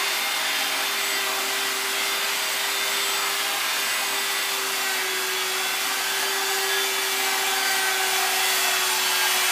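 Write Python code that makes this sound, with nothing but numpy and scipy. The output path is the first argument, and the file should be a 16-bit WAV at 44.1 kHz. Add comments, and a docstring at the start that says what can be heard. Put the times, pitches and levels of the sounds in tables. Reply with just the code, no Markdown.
"""A hand-held mains grinder whines as its long bit hollows a turning ball of ice in a hard-walled cold room.
The shaft radiates at its orders, whole multiples of its speed; torque ripple at twice the mains
frequency adds sidebands. The cut roars and shavings hiss over a low rumble of machinery. Towards the
end the microphone comes nearer, and two narrow, fuzzy tones swell."""
import sys
import numpy as np
from scipy import signal
from scipy.fft import rfft, irfft, next_fast_len
from scipy.io import wavfile
from scipy.ndimage import uniform_filter1d, map_coordinates

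SR = 44100
rng = np.random.default_rng(int(sys.argv[2]) if len(sys.argv) > 2 else 0)


def unload_wav(signal):
    """Save mono or channel-first audio to the path in sys.argv[1] as 16-bit WAV at rate SR, clipped to [-1, 1]."""
    wavfile.write(
        sys.argv[1],
        SR,
        np.round(np.clip(np.atleast_2d(signal).T, -1, 1) * 32767).astype(np.int16),
    )


N = 419391

# Spectrum of the machinery. Each row: frequency in Hz, relative level in dB.
RUMBLE_SPECTRUM = [(20, -42), (50, -38), (90, -23.5), (130, -10.5), (190, -8.5), (260, -4), (340, -2),
                   (450, -6), (600, -2), (900, -18.5)]
# Humming modes of the room. Each row: frequency in Hz, width in Hz, base level in dB.
ROOM_MODES = [(230, 10, -61), (354, 6, -58.5), (633.6, 13, -46.5)]
# The hum weakens as the microphone moves. Each row: time in seconds, gain in dB.
ROOM_MODE_GAIN = [(0, 4), (1.2, 0), (2.5, -1.5), (4.2, -0.5), (4.6, -12), (9.51, -7)]
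# Two narrow, fuzzy tones. Each row: frequency in Hz, width in Hz.
NARROW_BANDS = [(715, 47), (870, 43)]
# They swell in the last seconds.
# Each row: time in seconds, level of the lower band in dB, level of the upper band in dB.
BAND_LEVELS = [(0, -59, -59), (5.7, -52, -59), (6.2, -46, -41), (6.6, -51, -46), (7.3, -51, -42),
               (7.8, -48, -48), (8.252, -37, -49), (8.5, -42.5, -45), (8.7, -32.5, -56), (8.85, -41, -36),
               (9.1, -41, -40), (9.3, -49, -34.5), (9.51, -43, -47)]
# The ball falls behind when the bit drags on it. Each row: time in seconds, lag in seconds.
BALL_LAG = [(4.3, 0.015), (5.9, 0.3), (7.5, 0.29)]
# Course of the cut. Each row: time in seconds, base level of the roar in dB, that of the spray in dB.
CUT_LEVELS = [(0.0, -27, -33), (1.48, -28, -32.5), (3.84, -27.5, -31.5), (4.8, -28.5, -32),
              (5.3, -29, -32.5), (6.2, -28.5, -31.5), (7.55, -27.5, -30.5), (8.05, -27, -29.5),
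              (9.51, -25.5, -27.5)]
# Spectra of tearing ice and of flying shavings. Each row: frequency in Hz, relative level in dB.
ROAR_SPECTRUM = [(300, -54), (500, -13.5), (800, -0.5), (1200, -0.5), (2000, 0.5), (3000, 0), (3900, -2.5),
                 (4600, -2.5), (6000, -15), (9000, -40)]
SPRAY_SPECTRUM = [(2500, -42), (4500, 0), (5500, 2.5), (7500, 2.5), (10000, -1.5), (12800, -1.5),
                  (14500, -1.5), (16000, -7)]
# The bit digs in and rasps. Each row: centre in seconds, width in seconds, gain of the roar in dB.
DIGS = [(0.55, 0.22, 0.5), (3.0, 0.13, -0.2), (6.22, 0.085, 2), (6.75, .12, 0.2), (7.255, 0.083, 1.5)]
# The shaft slows as the bit is pressed in.
# Each row: time in seconds, speed in Hz, base level of the first order in dB.
SHAFT_RUN = [(0.0, 395.9, -39.6), (0.3, 400.0, -52.2), (1.07, 396.0, -41.3), (1.3, 390.8, -40.7),
             (1.42, 390.1, -38.3), (1.6, 392.1, -39.4), (1.87, 391.5, -39.1), (2.25, 397.5, -41.6),
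             (2.45, 397.6, -46.1), (2.6, 397.7, -46.9), (2.8, 395.1, -40.8), (3.0, 396.3, -41.6),
             (3.2, 395.1, -39.9), (3.35, 397.5, -42.4), (3.5, 403.2, -46.6), (3.6, 403.3, -51.0),
             (3.75, 399.1, -50.3), (3.82, 398.1, -41.9), (3.95, 396.9, -50.4), (4.17, 394.9, -39.4),
             (4.45, 393.4, -43.5), (4.65, 388.5, -37.6), (4.8, 387.7, -43.7), (5.0, 379.3, -40.7),
             (5.07, 377.9, -35.6), (5.55, 376.7, -38.5), (5.82, 386.1, -45.1), (6.02, 388.4, -45.4),
             (6.27, 389.8, -35.7), (6.5, 388.4, -35.9), (6.77, 389.5, -34.5), (7.0, 386.0, -38.7),
             (7.25, 387.1, -36.3), (7.7, 385.9, -40.8), (8.0, 381.9, -37.0), (8.6, 379.3, -38.5),
             (8.82, 375.1, -39.4), (9.15, 375.0, -40.3), (9.32, 372.9, -40.0), (9.5, 373.5, -43.5)]
# Weak tones. Each row: shaft order, sideband number (0 for the order itself), base level in dB.
WEAK_TONES = [(1, 1, -57), (2, 1, -52), (2, 2, -49), (3, 0, -46), (3, 1, -46), (3, 2, -50), (4, -1, -50),
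              (5, 2, -49), (6, -1, -52), (6, 1, -46), (7, 1, -50), (8, -1, -53), (8, 1, -49), (10, 0, -52),
              (11, 0, -54), (12, 1, -54), (13, 0, -55), (14, 0, -53), (16, 0, -50), (17, 0, -55),
              (18, 0, -51), (21, 0, -55), (23, 0, -55), (25, 0, -55), (26, 0, -52.5), (28, 0, -56),
              (29, 0, -54), (36, 0, -54)]
# Loud tones. Each row: shaft order, sideband number.
LOUD_TONES = [(2, 0), (4, 0), (4, 1), (5, 0), (5, 1), (8, 0), (9, 0), (12, 0), (20, 0), (6, 0), (7, 0),
              (24, 0), (32, 0), (1, -1)]
# Each entry: resting level of one loud tone in dB.
LOUD_REST_DB = [-50, -46, -79, -47.1, -43.5, -62, -41.5, -50, -50, -48, -45, -50.5, -54, -58]
# Moments when a tone rings out, one list per loud tone.
# Each row: centre in seconds, width in seconds, nominal peak level in dB.
LOUD_SQUEALS = [
    [(0.55, 0.81, -41), (1.45, 0.22, -41), (3.55, 0.26, -39), (4.85, 0.28, -40), (5.8, 0.69, -41),
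     (6.55, 0.12, -37), (6.6, 0.55, -36.5), (7.5, 0.73, -34), (8.05, 0.08, -31), (8.1, 0.82, -34),
     (9.45, 0.32, -40)],
    [(1.6, 0.9, -43), (3.8, 0.85, -39), (4.9, 0.15, -35), (5.7, 0.15, -38), (6.25, 0.69, -36.5),
     (7.3, 0.09, -35), (7.83, 0.22, -29), (7.8, 0.67, -33), (8.45, 1, -40)],
    [(0.6, 0.49, -42), (3.35, 0.32, -42), (4.05, 0.9, -44.8), (5.2, 0.56, -40.2), (6.5, 1, -37.5),
     (6.75, 0.12, -30.5), (7.3, 0.82, -40), (8.15, 0.73, -39), (9.2, 0.24, -33.5), (9.2, 0.65, -37)],
    [(1.0, 0.15, -38.5), (1.2, 0.18, -32), (1.54, 0.08, -35.5), (1.69, 0.11, -34), (1.9, 0.73, -41.5),
     (2.8, 0.9, -39.5), (3.95, 0.12, -33.5), (4.2, 1, -38), (4.9, 0.32, -37), (6.35, 0.089, -36),
     (7.1, 0.57, -40), (7.8, 0.32, -34), (8.3, 0.12, -38.1), (8.65, 0.43, -37)],
    [(0.05, 1, -36), (1.0, 0.29, -42), (1.5, 0.15, -43), (2.1, 0.39, -36), (3.1, 0.91, -39),
     (5.2, 0.8, -41), (5.85, 0.2, -39)],
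    [(0.65, 0.32, -38.5), (1.2, 0.32, -40.6), (1.65, 0.11, -36.5), (2.5, 0.45, -42), (3.05, 0.32, -39),
     (3.5, 0.15, -40.4), (6.25, 0.15, -38), (6.75, 0.25, -38), (7.75, 0.43, -44), (8.55, 0.79, -48),
     (9.35, 0.56, -37.5)],
    [(0.35, 1, -36.5), (1.15, 0.99, -37.5), (2.17, 0.18, -35), (2.42, 0.22, -40), (2.97, 0.85, -36),
     (3.65, 0.26, -41), (4.1, 0.22, -42), (4.4, 0.34, -37.5), (6.15, 0.16, -37), (5.15, 0.17, -35.5),
     (5.4, 0.11, -35), (5.45, 1, -39), (5.68, 0.23, -36), (6.77, 0.2, -31.5), (7.0, 0.4, -36),
     (8.05, 0.5, -36.5), (8.45, 0.13, -32), (8.65, 0.72, -35.5), (9.1, 0.77, -37.5)],
    [(0.55, 0.32, -40.5), (1.15, 0.11, -37), (2.35, 0.57, -41.5), (3.1, 0.45, -41.5), (4.8, 0.38, -40),
     (6.3, 0.15, -38), (6.55, 0.55, -41), (6.8, 0.13, -37), (7.65, 0.21, -35), (8.5, 0.15, -36),
     (9.15, 0.3, -38.5)],
    [(1.1, 0.2, -37.5), (2.6, 0.7, -43), (3.1, 0.47, -38.5), (3.9, 0.15, -38.9), (4.15, 0.9, -41.5),
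     (6.6, 0.49, -43), (7.25, 0.25, -39), (7.75, 0.22, -42), (8.8, 0.91, -42)],
    [(1.55, 0.082, -38), (5.3, 0.9, -41.5), (6.1, 0.81, -46), (7.2, 0.96, -38.5), (7.75, 0.092, -34),
     (8.0, 1, -40.5)],
    [(0.0, 0.3, -39), (0.55, 0.22, -39), (3.9, 0.3, -40), (4.9, 0.32, -40), (6.95, 0.17, -41.7),
     (8.55, 0.86, -39), (8.7, 0.22, -35), (9.3, 0.72, -38.5)],
    [(1.65, 0.9, -47), (4.1, 0.6, -45), (4.6, 0.9, -46), (6.2, 0.15, -43.3), (7.0, 0.86, -46),
     (7.8, 0.27, -39), (8.25, 0.9, -46), (8.9, 0.15, -36), (9.2, 0.9, -41), (9.5, 0.15, -36)],
    [(0.9, 0.7, -47), (3.9, 0.9, -54), (6.55, 0.22, -46.4), (7.8, 0.45, -48.3), (9.35, 0.9, -45.0)],
    [(0.7, 0.51, -49), (1.6, 1, -51), (3.5, 0.27, -54), (4.8, 0.65, -52), (5.9, 0.27, -50.5),
     (7.4, 1, -50.5)],
]

RIPPLE_HZ, BAND_LIMIT_HZ = 120, 15290
TURN_S, HIGH_SIDE_S = 0.88, 1.165  # one turn of the ball; a moment when its high side meets the bit
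TURN_TONES_DB, TURN_SPRAY_DB = 0.5, 0.2  # lift given by the high side
WANDER_DB, WANDER_PER_S = 3, 6  # loud tones drift through the room's standing waves
CHATTER, CHATTER_SIDEBAND, CHATTER_SECOND_ORDER = .1, .2, .15  # random share of a tone's power
FLUTTER_HZ, FLUTTER_DEPTH = 21, .6  # the second order flutters about 21 times a second


def amp(db):
    """Amplitude ratio of a level in dB."""
    return np.exp(np.asarray(db, np.float32) * np.float32(np.log(10) / 20))


def unit(x):
    """Normalisation to rms 1."""
    return x / np.sqrt(np.mean(x ** 2))


def curves(rows):
    """Linear interpolation of each column after the time, one value per sample."""
    times, *columns = np.transpose(rows)
    return [np.interp(np.arange(N) / SR, times, column) for column in columns]


def wobble(rate):
    """Slow random modulation: a spline through Gaussian knots, rate of them a second."""
    knots = rng.standard_normal(int(N * rate / SR) + 4)
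    grid = np.arange(0, N + 64, 64)
    coarse = map_coordinates(knots, [grid * rate / SR])
    return np.interp(np.arange(N), grid, coarse).astype(np.float32)


def filtered(x, response):
    """Linear filtering: the spectrum of x is multiplied by a frequency response."""
    size = next_fast_len(N + 8192)
    return irfft(rfft(x, size) * response(np.fft.rfftfreq(size, 1 / SR)), size)[..., :N]


def rush(spectrum, patchy_db):
    """Spectral shaping: coloured noise of rms 1 whose gain varies in patches of time and frequency."""
    cells = signal.stft(rng.standard_normal(N), nperseg=1024)[2]
    patches = uniform_filter1d(rng.standard_normal(cells.shape), size=3, axis=0)
    patches = uniform_filter1d(patches, size=12, axis=1)
    noise = signal.istft(cells * amp(patchy_db * unit(patches)), nperseg=1024)[1][:N]
    hz, db = np.transpose(spectrum)
    return unit(filtered(noise, lambda f: amp(np.interp(np.log(f + 1), np.log(hz), db, -120, -120))))


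def narrow_noise(hz, width):
    """Band-pass filtering: noise of rms 1 in one peak, whose width is taken at half amplitude."""
    return unit(filtered(rng.standard_normal(N), lambda f: 1 / (1 + (2 * (f - hz) / width) ** 2)))


def room_rumble():
    """Room resonance: steady machinery fills the room with a rumble and hums in its modes."""
    hum = sum(amp(db) * narrow_noise(hz, width) for hz, width, db in ROOM_MODES)
    rumble = amp(-47.5) * rush(RUMBLE_SPECTRUM, patchy_db=1.5)
    return rumble + amp(curves(ROOM_MODE_GAIN)[0]) * hum


def narrow_bands():
    """Narrow-band noise is heard as pitch: fuzzy tones near 715 and 870 Hz swell in the last seconds."""
    levels_db = curves(BAND_LEVELS)
    return sum(amp(db) * narrow_noise(hz, width) for (hz, width), db in zip(NARROW_BANDS, levels_db))


def ball_pressure():
    """Periodic loading: the out-of-round ball presses on the bit twice a turn, 1 at its high side."""
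    angle = 2 * np.pi * (np.arange(N) / SR - curves(BALL_LAG)[0] - HIGH_SIDE_S) / TURN_S
    return (np.cos(angle) + np.cos(2 * angle)) / 2


def ice_cut():
    """Fracture noise: the bit tears the ice with a broadband roar and throws a hissing spray of shavings."""
    t = np.arange(N) / SR
    roar_db, spray_db = curves(CUT_LEVELS)
    bite = wobble(6.5)
    dig_db = sum(db * np.exp(-(2 * (t - centre) / width) ** 2) for centre, width, db in DIGS)
    roar_db += dig_db + .3 * bite
    spray_db += .5 * dig_db + TURN_SPRAY_DB * ball_pressure() + .16 * bite + .34 * wobble(13)
    roar = amp(roar_db) * rush(ROAR_SPECTRUM, patchy_db=1.5)
    spray = amp(spray_db) * rush(SPRAY_SPECTRUM, patchy_db=1.85)
    return roar + spray


def grinder_whine():
    """Rotational harmonics: the shaft sounds its orders; modulation by torque ripple adds sidebands."""
    t = np.arange(N) / SR
    speed_hz, first_order_db = curves(SHAFT_RUN)
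    shaft_angle = 2 * np.pi * (np.cumsum(speed_hz) / SR % 1)
    ripple_angle = 2 * np.pi * (RIPPLE_HZ * t % 1)

    def tone(order, sideband, size, chatter):
        """Phasor sum of a steady part and a random part that varies faster at higher orders."""
        rate = 36 + 1.5 * order
        in_phase = np.sqrt(2 - 2 * chatter) + np.sqrt(chatter) * wobble(rate)
        quadrature = np.sqrt(chatter) * wobble(rate)
        phase = order * shaft_angle + sideband * ripple_angle + rng.uniform(0, 2 * np.pi)
        return size * (in_phase * np.sin(phase) + quadrature * np.cos(phase))

    whine = tone(order=1, sideband=0, size=amp(first_order_db - .4 + .7 * wobble(7)), chatter=.02)
    turn_db = TURN_TONES_DB * ball_pressure()
    flutter_angle = 2 * np.pi * np.cumsum(FLUTTER_HZ * (1 + .3 * wobble(8))) / SR
    for (order, sideband), rest_db, squeals in zip(LOUD_TONES, LOUD_REST_DB, LOUD_SQUEALS):
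        size = amp(rest_db + turn_db + WANDER_DB * wobble(WANDER_PER_S))
        for centre, width, db in squeals:
            span = slice(max(0, round((centre - width) * SR)), round((centre + width) * SR))
            arch = np.cos(np.pi / 2 * (t[span] - centre) / width) ** 2
            squeal = amp(db) * np.clip(1.6 * arch - .35, 0, 1)
            size[span] = np.maximum(size[span], squeal)
        sway_db = .6 * wobble(11)  # short waves flare and drop as hands and tool sway
        chatter = CHATTER_SIDEBAND if sideband > 0 else CHATTER
        if order == 2:
            size *= (1 + FLUTTER_DEPTH * np.sin(flutter_angle)) / np.sqrt(1 + FLUTTER_DEPTH ** 2 / 2)
            chatter = CHATTER_SECOND_ORDER
        whine += tone(order, sideband, size * amp(sway_db), chatter)

    spray_db = curves(CUT_LEVELS)[1]
    nearer_db = 1.1 * (spray_db - np.mean(spray_db))
    for order, sideband, db in WEAK_TONES:
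        swell_db = 3 * wobble(6)
        if sideband == 0 or order > 3:  # the low sidebands do not grow with the cut
            swell_db += nearer_db + turn_db
        whine += tone(order, sideband, amp(db + swell_db), CHATTER_SIDEBAND if sideband else CHATTER)
    return whine


def scene():
    """Superposition: grinder, cut, fuzzy tones and room add at one microphone."""
    return (grinder_whine() + ice_cut() + narrow_bands() + room_rumble())[None]


def record(dry):
    """Ideal low-pass filtering: nothing passes above the band limit."""
    return filtered(dry, lambda hz: hz < BAND_LIMIT_HZ)


dry = scene()
out = record(dry)
unload_wav(out)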